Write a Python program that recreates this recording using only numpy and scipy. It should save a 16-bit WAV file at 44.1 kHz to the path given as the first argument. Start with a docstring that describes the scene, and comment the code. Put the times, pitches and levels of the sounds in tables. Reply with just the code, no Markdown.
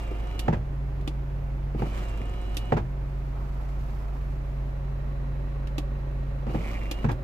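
"""Inside an idling convertible whose folding roof is stuck; an electric pump hums steadily.
Engine and pump are wavering multiples of a rotation rate; the engine adds coloured noise.
Shortly after each press of the roof switch a drive motor whines and scrapes, and the hum sags under the load.
When the switch is let go the mechanism stops with a double knock, built of ringing modes and rattling noise,
and the hum recovers. Cloth rustles as the microphone swings round to the front of the cabin."""
import sys
import numpy as np
from scipy import signal
from scipy.fft import rfft, irfft, next_fast_len
from scipy.io import wavfile

SR = 44100
rng = np.random.default_rng(int(sys.argv[2]) if len(sys.argv) > 2 else 0)


def bounce(signal):
    """Save signal as a 16-bit WAV file at the path given by the first command-line argument."""
    frames = np.transpose(np.atleast_2d(signal))
    limited = np.clip(frames, -1, 1)
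    pcm = np.round(limited * 32767).astype(np.int16)
    wavfile.write(sys.argv[1], SR, pcm)


N = 318843
TIME = np.arange(N) / SR

# likeness of the two microphone ports: (frequency [Hz], left-right correlation [-1 to 1])
PORT_LIKENESS = [(50, .985), (138, .95), (250, .84), (500, .5), (1000, -.2), (2000, 0), (4000, .1),
                 (12000, 0)]
# low engine noise: (frequency [Hz], relative density [dB per Hz])
RUMBLE_COLOUR = [(150, 1.5), (200, -3), (250, -3.5), (300, -4), (390, -5), (470, -10), (560, -7),
                 (660, -11)]
# engine drone through the bulkhead: (frequency [Hz], relative density [dB per Hz])
DRONE_COLOUR = [(560, -6.5), (680, -3.5), (880, -0.5), (1000, -3), (1170, -5), (1400, -7), (1900, -11),
                (2600, -15.5), (3500, -23.5)]
# runs of the drive motor, the first already under way: (start [s], stop [s], whine level [dB])
MOTOR_RUNS = [(-.29, 0.48, -59.5), (1.757, 2.72, -60), (6.469, 7.041, -61)]
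# knocks in the body:
# (time [s], boom [dB], panel [dB], rattle [dB], motor mount [dB], end stop clack [dB])
BODY_KNOCKS = [(.115, -46, -53, -46, -28.5, -60), (0.4808, -20, -25, -26.5, -38, -19.5),
               (1.748, -31, -44.5, -49, -28.5, -42), (1.82, -25.5, -34.5, -34, -23.5, -35),
               (2.205, -37, -60, -50, -34, -60), (2.7211, -20.5, -22.5, -24.5, -32, -17),
               (6.467, -29, -42.5, -37.5, -28, -46), (6.493, -46, -50, -40, -39, -38),
               (6.545, -25.5, -34, -36, -22.5, -34), (7.0435, -20.5, -40, -27, -28, -35)]
# modes of the rubber roof seal: (frequency [Hz], level [dB], t60 [s])
SEAL_MODES = [(1900, -3, .007), (2280, 0, .0075), (2560, -8, .007)]

# the microphone swings past the dashboard: time and spread
SWING_AT_S, SWING_WIDTH_S = 3.87, 0.56
# after every stop the linkage falls back in a second knock, met once the slack is taken up
REBOUND_S, SLACK_S = 0.045, 0.001952


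def from_db(db):
    """Decibels to gain."""
    return 10 ** (np.asarray(db) / 20)


def rms_one(x):
    """Scale to rms 1."""
    return x / np.sqrt(np.mean(x ** 2) + 1e-20)


def in_time(rows):
    """Each column of a curve, sample by sample."""
    s, *columns = np.transpose(rows)
    return [np.interp(TIME, s, c) for c in columns]


def at_hz(points, hz):
    """Read a table on a log-frequency axis."""
    table_hz, values = np.array(points)[:, 0], np.array(points)[:, 1]
    return np.interp(np.log(hz + 1e-3), np.log(table_hz), values)


def ramp(start, length):
    """Rises from 0 to 1 in a straight line."""
    return np.clip((TIME - start) / length, 0, 1)


def hump(centre, width):
    """A smooth swell of height 1."""
    return np.exp(-np.minimum(((TIME - centre) / width) ** 2, 50))


def drift(rate_hz):
    """Slow chance of spread 1: low-passed noise, drawn every 40 samples and joined by straight lines."""
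    pole = np.exp(-80 * np.pi * rate_hz / SR)
    draws = rng.standard_normal(N // 40 + 2002)
    slow = signal.lfilter([1], [1, -2 * pole, pole * pole], draws)[2000:]  # settled part only
    return np.interp(np.arange(N) / 40, np.arange(len(slow)), rms_one(slow))


def ports(hz):
    """Gains of the two ports at this frequency."""
    # (frequency [Hz], left minus right [dB])
    balance = [(50, -1.3), (130, 0.5), (250, 0.5), (600, -3), (2000, -2), (4000, -3), (12000, -0.5)]
    return from_db(np.array([[.5], [-.5]]) * at_hz(balance, hz))


def port_phase(hz):
    """Phase at each port: short waves reach them out of step."""
    alike = np.clip(at_hz(PORT_LIKENESS, hz), -1, 1)
    return np.array([[.5], [-.5]]) * np.arccos(alike)


def noise(spectrum):
    """Stereo noise of a given colour, falling steeply past its ends; rms 1."""
    size = next_fast_len(N)
    hz = np.arange(size // 2 + 1) * SR / size + 0.00085
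    mid, side = rfft(rng.standard_normal((2, size)))
    alike = np.clip(at_hz(PORT_LIKENESS, hz), -1, 1)
    pair = np.sqrt(1 + alike) * mid + np.sqrt(1 - alike) * side * [[1], [-1]]
    ends = np.minimum(1, np.minimum(hz / spectrum[0][0], spectrum[-1][0] / hz)) ** 4
    coloured = pair * ports(hz) * ends * from_db(at_hz(spectrum, hz))
    return rms_one(irfft(coloured, size)[:, :N])


def cycles(hz):
    """Running phase, in radians, of something that turns at this rate."""
    return 2 * np.pi * np.cumsum(hz) / SR


def partials(hz, orders, waver_db, waver_hz, resonances=()):
    """Multiples of a rotation rate, each wavering a little and swelling as it passes a resonance."""
    phase, out = cycles(hz), 0
    for k, db in orders:
        centre_hz = k * np.median(hz)
        level_db = db + waver_db * drift(waver_hz)
        for peak_hz, width_hz, boost_db in resonances:
            level_db = level_db + boost_db / (1 + (2 * (k * hz - peak_hz) / width_hz) ** 2)
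        wave = np.sin(round(k) * phase + rng.uniform(0, 2 * np.pi) + port_phase(centre_hz))
        out = out + np.sqrt(2) * from_db(level_db) * ports(centre_hz) * wave
    return out


def burst(s, rise, t60):
    """Envelope of a blow: it swells for the rise time, then dies away."""
    out, start = np.zeros(N), round(s * SR)
    age = TIME[:min(N - start, SR // 2)]
    decay = from_db(-60 * np.maximum(age - rise, 0) / t60)
    out[start:start + len(age)] = np.minimum(age / rise, 1) * decay
    return out


def struck(times, levels_db, hz, t60, scatter_db):
    """One mode, set ringing by each blow with a slightly different strength."""
    out, age = np.zeros((2, N)), TIME[:SR // 2]
    onset = np.minimum(2 * age * hz, 1)  # half a period
    decay = from_db(-60 * age / t60)
    ring = np.sin(2 * np.pi * hz * age + port_phase(hz)) * decay * onset * ports(hz)
    strengths_db = levels_db + scatter_db * rng.standard_normal(len(times))
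    for s, db in zip(times, strengths_db):
        start = round(s * SR)
        out[:, start:start + len(age)] += from_db(db) * ring[:, :N - start]
    return out


def chatter(slips, modes):
    """Sharp slips set a few short-lived modes ringing."""
    ring = 0
    for k, (hz, db, t60) in enumerate(modes):
        ring = ring + (-1) ** k * struck([0], db, hz, t60, scatter_db=0)
    return signal.oaconvolve(slips[None], ring[:, :SR // 20], axes=1)[:, :N]


def engine(firing_hz, throb=.1):
    """The idle booms in the cabin; its mechanical noise throbs with the firings."""
    # (multiple of the firing rate, level [dB rms])
    engine_orders = [(1, -43.5), (2, -30.5), (3, -52.5), (4, -51.5), (9, -61), (15, -59)]
    # noise colours: (frequency [Hz], relative density [dB per Hz])
    bass_colour = [(20, -35), (35, 5), (60, -4), (90, 7.5), (125, 3.5), (170, -11.5), (260, -14)]
    hiss_colour = [(2000, 6), (3300, -4.5), (3950, -2.5), (4600, -2.5), (7000, -7), (9300, -12.5),
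                   (13000, -8), (15500, -10.5)]
    phase = cycles(firing_hz)
    pulse = 1 + throb * (np.cos(phase) + 0.21 * np.cos(2 * phase))
    boom = partials(firing_hz, engine_orders, waver_db=1.22, waver_hz=35)
    bass = from_db(-45.5) * noise(bass_colour)
    clatter = pulse * (from_db(-47) * noise(RUMBLE_COLOUR) + from_db(-51) * noise(DRONE_COLOUR))
    # the hiss rises and flickers as the microphone swings
    hiss_db = -65 + (4 + 1.5 * drift(40)) * hump(SWING_AT_S, SWING_WIDTH_S)
    return boom + bass + clatter + from_db(hiss_db) * noise(hiss_colour)


def cabin_front(firing_hz, turn_at_s=3.87, turn_s=1.26):
    """Engine noise rings in the front of the cabin and throbs, heard as the microphone turns to it."""
    # (resonance [Hz], width of each of two filter passes [Hz], level [dB rms], depth of throb [0-1])
    front_modes = [(228, 25, -54, 0), (553, 70, -52, 0.46), (888, 90, -67, .7), (1126, 90, -60, .4),
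                   (1333, 43, -68.5, 0), (1890, 90, -66.5, 0), (2600, 140, -73, 0.15), (4000, 340, -74, 0)]
    engine_noise = noise(DRONE_COLOUR) + noise(RUMBLE_COLOUR)
    beat, out = np.cos(cycles(firing_hz)), 0
    for hz, width_hz, db, throb in front_modes:
        peak = signal.iirpeak(hz, hz / width_hz, fs=SR)
        ring = signal.lfilter(*peak, signal.lfilter(*peak, engine_noise))
        out = out + from_db(db) * rms_one((1 + throb * beat) * ring)
    return ramp(turn_at_s, turn_s) * out


def sleeve(uneven_db=2):
    """Cloth brushes unevenly as the arm swings the microphone round: swells of coloured noise."""
    # (time [s], spread [s], level [dB])
    rustles = [(3.38, 0.071, -52.5), (3.52, 0.12, -56), (3.88, 0.35, -53.5), (4.131, 0.089, -58)]
    # (frequency [Hz], relative density [dB per Hz])
    brush_colour = [(620, 7.5), (850, 4), (1300, 3), (1700, -18), (3000, -34)]
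    strokes = sum(from_db(db) * hump(s, width) for s, width, db in rustles)
    return strokes * from_db(uneven_db * drift(25)) * noise(brush_colour)


def pump():
    """The pump runs slower and weaker while the drive motor draws current, and swells as it is freed."""
    # (multiple of the stroke rate, relative level [dB])
    pump_orders = [(1, 0), (2, -23.5), (3, -25), (4, -24.5), (5, -27)]
    free_hz, loaded_hz, free_db, loaded_db = 137.46, 114.5, -36.5, -44
    # recovery begins after a wait from the motor's stop
    sag_s, wait_s, recover_s = 0.1741, 0.075, 0.0909
    release_db, release_width_s = 9.5, 0.054
    load, release = 0, 0
    for start, stop, _ in MOTOR_RUNS:
        load = load + ramp(start, sag_s) - ramp(stop + wait_s, recover_s)
        release = release + hump(stop + wait_s, release_width_s)
    stroke_hz = free_hz + (loaded_hz - free_hz) * load
    level_db = free_db + (loaded_db - free_db) * load ** 2 + release_db * release
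    level_db = level_db - 5 * hump(SWING_AT_S, SWING_WIDTH_S)  # dips as the microphone swings
    unsteady_hz = stroke_hz * (1 + 0.0024 * drift(6.5))
    return from_db(level_db) * partials(unsteady_hz, pump_orders, waver_db=0.76, waver_hz=20)


def switch(crack_t60=0.041, cabin_t60=0.11, cabin_db=-7, bright_hz=6000):
    """The rocker cracks over, with two plastic rings, a spring ping, a cabin tail and a console thud."""
    # (time [s], snap [dB], console thud [dB], gain of the top [dB], main ring [Hz], second ring [Hz])
    switch_clicks = [(0.392, -35, -41.5, 1.5, 3500, 4480), (1.011, -58, -64, -5, 2600, 3480),
                     (1.0755, -36.5, -30.5, -9, 2510, 3480), (2.5444, -55, -64, 6, 3625, 4480),
                     (2.5684, -34, -37.5, 3.5, 3650, 4480), (5.6712, -48, -64, -14, 2750, 3300),
                     (5.7812, -36, -29, -4, 2640, 3250), (6.9122, -32.5, -34, -4, 2880, 4150),
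                     (7.115, -50.5, -32.5, 7, 3460, 4480)]
    # (frequency [Hz], level [dB], t60 [s])
    console_modes = [(299, 6, 0.076), (341, -8, 0.12), (493, -1.5, 0.045), (790, -3, 0.047),
                     (1170, -6, 0.05)]
    # (frequency [Hz], relative density [dB per Hz])
    snap_colour = [(700, -29.5), (2000, -7), (2700, 0.5), (3500, -2.5), (4300, -4.5), (5500, -8),
                   (6500, -10), (9500, -14.5), (13000, -11.5), (15500, -36.5)]
    # rings and spring: levels against the snap
    main_ring_db, second_ring_db, ring_t60 = -2.5, -7, .04
    spring_hz, spring_db, spring_t60 = 6780, -12, .035
    times, snap_db, thud_db, *_ = np.transpose(switch_clicks)
    snap = noise(snap_colour)
    top = signal.sosfilt(signal.butter(1, bright_hz, "high", fs=SR, output="sos"), snap)
    out = struck(times, snap_db + spring_db, spring_hz, spring_t60, scatter_db=1)
    for hz, db, t60 in console_modes:
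        out = out + struck(times, thud_db + db, hz, t60, scatter_db=.7)
    for s, db, _, bright_db, main_hz, second_hz in switch_clicks:
        shape = burst(s, 0.00087, crack_t60) + from_db(cabin_db) * burst(s, 0.0013, cabin_t60)
        out = out + from_db(db) * shape * (snap + (from_db(bright_db) - 1) * top)
        for hz, ring_db in (main_hz, main_ring_db), (second_hz, second_ring_db):
            out = out + struck([s], db + ring_db, hz, ring_t60, scatter_db=4)
    return out


def knocks(boom_top_hz=280):
    """A jolt rings the body panels and shakes loose linkage; each stop of the motor has a rebound."""
    # modes of the body panels and the motor mount: (frequency [Hz], level [dB], t60 [s])
    body_modes = [(67, -1.5, 0.12), (109.3, -2, 0.27), (151.5, 1, 0.19), (180, -11.5, 0.49),
                  (227.7, 3.5, 0.11), (340.3, -8.5, 0.29), (430.7, 3, 0.089), (509.4, 3, 0.066),
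                  (591, -2, 0.098), (732, 1, 0.083), (811, 2.5, 0.088), (903, 1, 0.072), (998, -20, 0.16),
                  (1310, -5, 0.04), (1740, -8, 0.033), (1930, -5, 0.032)]
    mount_modes = [(313, -4.5, 0.11), (363, 1.5, 0.052)]
    # linkage rattle: (frequency [Hz], relative density [dB per Hz])
    rattle_colour = [(150, 11), (450, 12), (850, 8), (1100, 4.5), (1500, 0), (2000, -4.5), (2500, -6.5),
                     (4000, -18.5), (7000, -24.5), (10000, -39), (15500, -35)]
    rattle_rise_s, rattle_t60 = 0.0007, .135
    # rows: time, boom, panel, rattle, rise of the rattle
    blows = [(*knock, rattle_rise_s) for *knock, _, _ in BODY_KNOCKS]
    # the rebound's rattle swells more slowly
    blows += [(stop + REBOUND_S, -30, -38.5, -26.5, 0.008) for _, stop, _ in MOTOR_RUNS]
    times, boom_db, panel_db, rattle_db, rises = np.transpose(blows)
    jolts, *_, mount_db, _ = np.transpose(BODY_KNOCKS)
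    body = sum(struck(jolts, mount_db + db, hz, t60, scatter_db=4.5) for hz, db, t60 in mount_modes)
    for k, (hz, db, t60) in enumerate(body_modes):
        blow_db = boom_db if hz < boom_top_hz else panel_db
        body = body + (-1) ** k * struck(times, db + blow_db, hz, t60, scatter_db=.7)
    shake = 0
    for s, db, rise in zip(times, rattle_db, rises):
        shake = shake + from_db(db) * burst(s, rise, rattle_t60)
    flutter = rms_one(from_db(2 * drift(310)))
    return body + shake * flutter * noise(rattle_colour)


def end_stop():
    """Each jolt has a short, hard clack of ringing modes as the end stop is met."""
    # (frequency [Hz], level [dB], t60 [s])
    stop_modes = [(540, -3, .02), (770, 0, .024), (1260, -9, .018), (1770, -13, .03), (1940, -10, .018)]
    times, *_, clack_db = np.transpose(BODY_KNOCKS)
    met = times + SLACK_S
    return sum(struck(met, clack_db + db, hz, t60, scatter_db=.7) for hz, db, t60 in stop_modes)


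def rebound_chatter(count=4, gap_s=.0052, peak_db=-32):
    """On each rebound a loose link strikes a few times in quick succession, hardest in the middle."""
    # (frequency [Hz], level [dB], t60 [s])
    link_modes = [(850, 0, .035), (1150, -7, .03), (1640, -2, .04), (1970, -7, .03), (2400, -13, .025)]
    contacts = np.zeros(N)
    strength = from_db(peak_db) * np.sin(np.pi * (np.arange(count) + .5) / count)
    for _, stop, _ in MOTOR_RUNS:
        uneven = np.arange(count) + rng.uniform(-0.265, .25, count)
        times = stop + REBOUND_S + SLACK_S + gap_s * uneven
        contacts[np.round(times * SR).astype(int)] = strength
    return chatter(contacts, link_modes)


def braking(first_hz=240, fall_s=.09, level_db=-23.5, rise_s=0.033, t60=0.53):
    """At each stop the motor brakes with a groan whose pitch falls to 1/e of its start in fall_s."""
    out = 0
    for _, stop, _ in MOTOR_RUNS:
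        hz = first_hz * np.exp(-np.maximum(TIME - stop, 0) / fall_s)
        out = out + burst(stop, rise_s, t60) * np.sin(cycles(hz) + rng.uniform(0, 2 * np.pi))
    return from_db(level_db) * out


def joint_ticks(rise_s=.001, t60=.022):
    """Roof joints strained by the motor give way in tiny bright ticks of noise."""
    # (time [s], level [dB])
    tick_times = [(.025, -59), (.076, -58), (.116, -61), (.152, -64), (.196, -66), (.270, -59),
                  (2.051, -55), (2.088, -55), (2.096, -56), (2.172, -57), (2.216, -63), (2.255, -56),
                  (2.295, -56), (2.414, -57), (2.494, -59), (2.655, -57)]
    # (frequency [Hz], relative density [dB per Hz])
    tick_colour = [(3000, -16), (6200, -14), (7200, 0), (8300, 0), (9500, -14)]
    shape = sum(from_db(db) * burst(s, rise_s, t60) for s, db in tick_times)
    return shape * noise(tick_colour)


def rasps(per_s=175, jitter=.25, uneven_db=1.6, edge_s=0.0071):
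    """The roof creaks as it is dragged: quick trains of slips ring its seal and guide."""
    # (time [s], length [s], seal level [dB], guide level [dB])
    rasp_times = [(.015, .075, -47, -48), (1.835, .033, -46, -42), (1.925, .06, -41, -37.5),
                  (2.0, .06, -44, -40), (2.085, .07, -48, -47), (6.555, .032, -35, -47),
                  (6.633, .074, -30.5, -45), (6.733, .046, -30.5, -44), (6.808, .016, -31, -52)]
    # dry metal guide: (frequency [Hz], level [dB], t60 [s])
    guide_modes = [(1250, -2, .008), (1650, 0, .008), (2100, -1, .007), (3400, -8, .004), (7400, -7, .002)]
    turns = cycles(per_s * np.exp(jitter * drift(120))) // (2 * np.pi)
    slips = np.diff(turns, prepend=0) * from_db(uneven_db * rng.standard_normal(N))
    seal, guide = 0, 0
    for s, length, seal_db, guide_db in rasp_times:
        train = slips * (ramp(s, edge_s) - ramp(s + length, edge_s))
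        seal = seal + from_db(seal_db) * train
        guide = guide + from_db(guide_db) * train
    return chatter(seal, SEAL_MODES) + chatter(guide, guide_modes)


def stick_slip(per_s, jitter, depth_db, uneven_db):
    """Uneven slips: each starts at once with a strength of its own and fades until the next; rms 1."""
    slips = cycles(per_s * np.exp(jitter * drift(60))) / (2 * np.pi)
    size_db = uneven_db * rng.uniform(-0.92, 1, N)[slips.astype(int)]
    return rms_one(from_db(size_db - depth_db * (slips % 1)))


def small_catches(firing_hz, on, chance=.35, scrape_db=-57, seal_db=-43):
    """Some engine firings jog the moving parts: rows (s, scrape dB, seal dB)."""
    firings = np.flatnonzero(np.diff(cycles(firing_hz) // (2 * np.pi)))
    draws = rng.random(len(firings))
    return [(i / SR, scrape_db, seal_db) for i, luck in zip(firings, draws) if luck < chance * on[i]]


def motor_runs(fade_in_s=0.046, coast_s=0.011, slide_at_s=0.23, slide_width_s=0.09):
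    """What all runs share: drive on (0-1), time since the start, whine level and sliding (0-1)."""
    on, age, whine_db, slide = np.zeros((4, N))
    for start, stop, db in MOTOR_RUNS:
        on = on + ramp(start, fade_in_s) - ramp(stop, coast_s)
        age = np.where(TIME >= start, TIME - start, age)
        whine_db = np.where(TIME >= start, db, whine_db)
        slide = slide + hump(start + slide_at_s, slide_width_s)  # most just before the stiff spot
    return on, age, whine_db, slide


def geared_motor(firing_hz, shake=0.097, catch_t60=0.03):
    """The armature whines and whistles over a whir of gears; sliding parts stick and slip in the idle."""
    # (multiple of the motor speed, level [dB])
    motor_orders = [(1, 0.5), (2, 4.5), (3, 4.5), (4, 6), (5, -5), (7, -0.5), (8, -5.5), (10, -3), (12, -6),
                    (13, -8.5), (14, -10.5), (17, -11), (18, -11), (19, -13), (22, -15)]
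    # housing resonances: (frequency [Hz], width [Hz], boost [dB])
    housing = [(2405, 90, 12), (3975, 70, 7)]
    # overshoot, a labour through a stiff spot, recovery: (time after the start [s], speed [Hz])
    speed_curve = [(0, 172), (.15, 187.5), (.235, 182.5), (.315, 174.3), (.375, 171.3), (.44, 173.3),
                   (.51, 178.3), (.62, 180.5), (.96, 181.3)]
    # armature slot whistle through the three runs: (time [s], level [dB rms])
    whistle_curve = [(0, -57.5), (.12, -58.5), (.2, -63), (.3, -59), (.44, -54), (.48, -60), (1.8, -64),
                     (2.0, -61), (2.1, -57.5), (2.27, -60), (2.4, -60.5), (2.6, -54.5), (2.7, -54.5),
                     (2.73, -66), (6.48, -58), (6.62, -65), (6.78, -55), (7.01, -53.5), (7.035, -68)]
    # loudest catches in the sliding parts: (time [s], scrape level [dB], seal level [dB])
    loud_catches = [(.034, -53, -44), (.078, -58, -37), (.196, -58, -40), (0.271, -54, -41),
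                    (.312, -54, -34), (1.884, -49, -50), (2.036, -47, -36), (2.084, -45, -38),
                    (2.174, -48, -43), (2.216, -52, -33), (2.338, -56, -36), (6.608, -61, -31),
                    (6.616, -64, -34), (6.732, -56, -34), (6.833, -50, -37), (6.856, -49, -30),
                    (6.865, -57, -31), (6.988, -52, -36), (7.032, -57, -36)]
    # gear and scrape colours: (frequency [Hz], relative density [dB per Hz])
    whir_colour = [(90, -13), (115, 16), (160, 15.5), (400, 8.5), (760, 3.5), (1000, 0), (1280, -1),
                   (1600, -19), (2300, -7.5), (2900, -9.5), (3400, -20), (4000, -18), (9500, -32.5),
                   (12500, -26), (15500, -48)]
    scrape_colour = [(300, 1), (1200, 11.5), (1600, -3), (2500, 2), (4500, -6), (8000, -10), (9500, -16.5),
                     (13000, -12), (15500, -32)]
    whine_rise_s, slot_order = 0.2, 16
    # the whir settles after a surge at the start; the scrape swells while sliding
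    whir_db, surge_db, surge_s = -47.5, 14, 0.2
    scrape_db, slide_db = -56, 9

    on, age, whine_db, slide = motor_runs()
    speed_hz = np.interp(age, *np.transpose(speed_curve))
    unsteady_hz = speed_hz * (1 + .001 * drift(10))
    whine_gain = on * np.minimum(age / whine_rise_s, 1) * from_db(whine_db)
    whine = whine_gain * partials(unsteady_hz, motor_orders, 1.2, waver_hz=14, resonances=housing)
    slots = partials(speed_hz, [(slot_order, 0)], waver_db=1.3, waver_hz=25)
    whistle = on * from_db(in_time(whistle_curve)[0]) * slots
    surge = np.exp(-age / surge_s)
    whir_level_db = whir_db + surge_db * surge + (1.0 + 1.8 * surge) * drift(37)
    whir = on * from_db(whir_level_db) * noise(whir_colour)

    shaken = 1 + shake * np.cos(cycles(firing_hz))
    slips = stick_slip(per_s=200, jitter=0.34, depth_db=5, uneven_db=-4.0)
    scrape = on * from_db(scrape_db + slide_db * slide) * shaken * slips
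    snags = np.zeros(N)
    for s, catch_db, seal_db in loud_catches + small_catches(firing_hz, on):
        scrape = scrape + from_db(catch_db) * burst(s, 0.00067, catch_t60)
        snags[round(s * SR)] += from_db(seal_db)
    return whine + whistle + whir + scrape * noise(scrape_colour) + chatter(snags, SEAL_MODES)


def scene():
    """Engine, pump, motor, rasps, knocks, switch and sleeve as heard from the front seat."""
    # engine idle: (time [s], twice the firing rate [Hz])
    idle_curve = [(0.0, 53.1), (0.1, 51.42), (1.17, 52.4), (1.34, 50.35), (6.47, 50.36), (7.0, 50.25)]
    firing_hz = in_time(idle_curve)[0] / 2
    idle = engine(firing_hz) + cabin_front(firing_hz)
    jolts = knocks() + end_stop() + rebound_chatter() + braking()
    drive = pump() + joint_ticks() + rasps() + geared_motor(firing_hz)
    return idle + sleeve() + switch() + jolts + drive


def record(dry):
    """The top is cut steeply by a low-pass at 15.6 kHz."""
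    return signal.sosfilt(signal.ellip(12, .1, 80, 15600, fs=SR, output="sos"), dry)


dry = scene()
out = record(dry)
bounce(out)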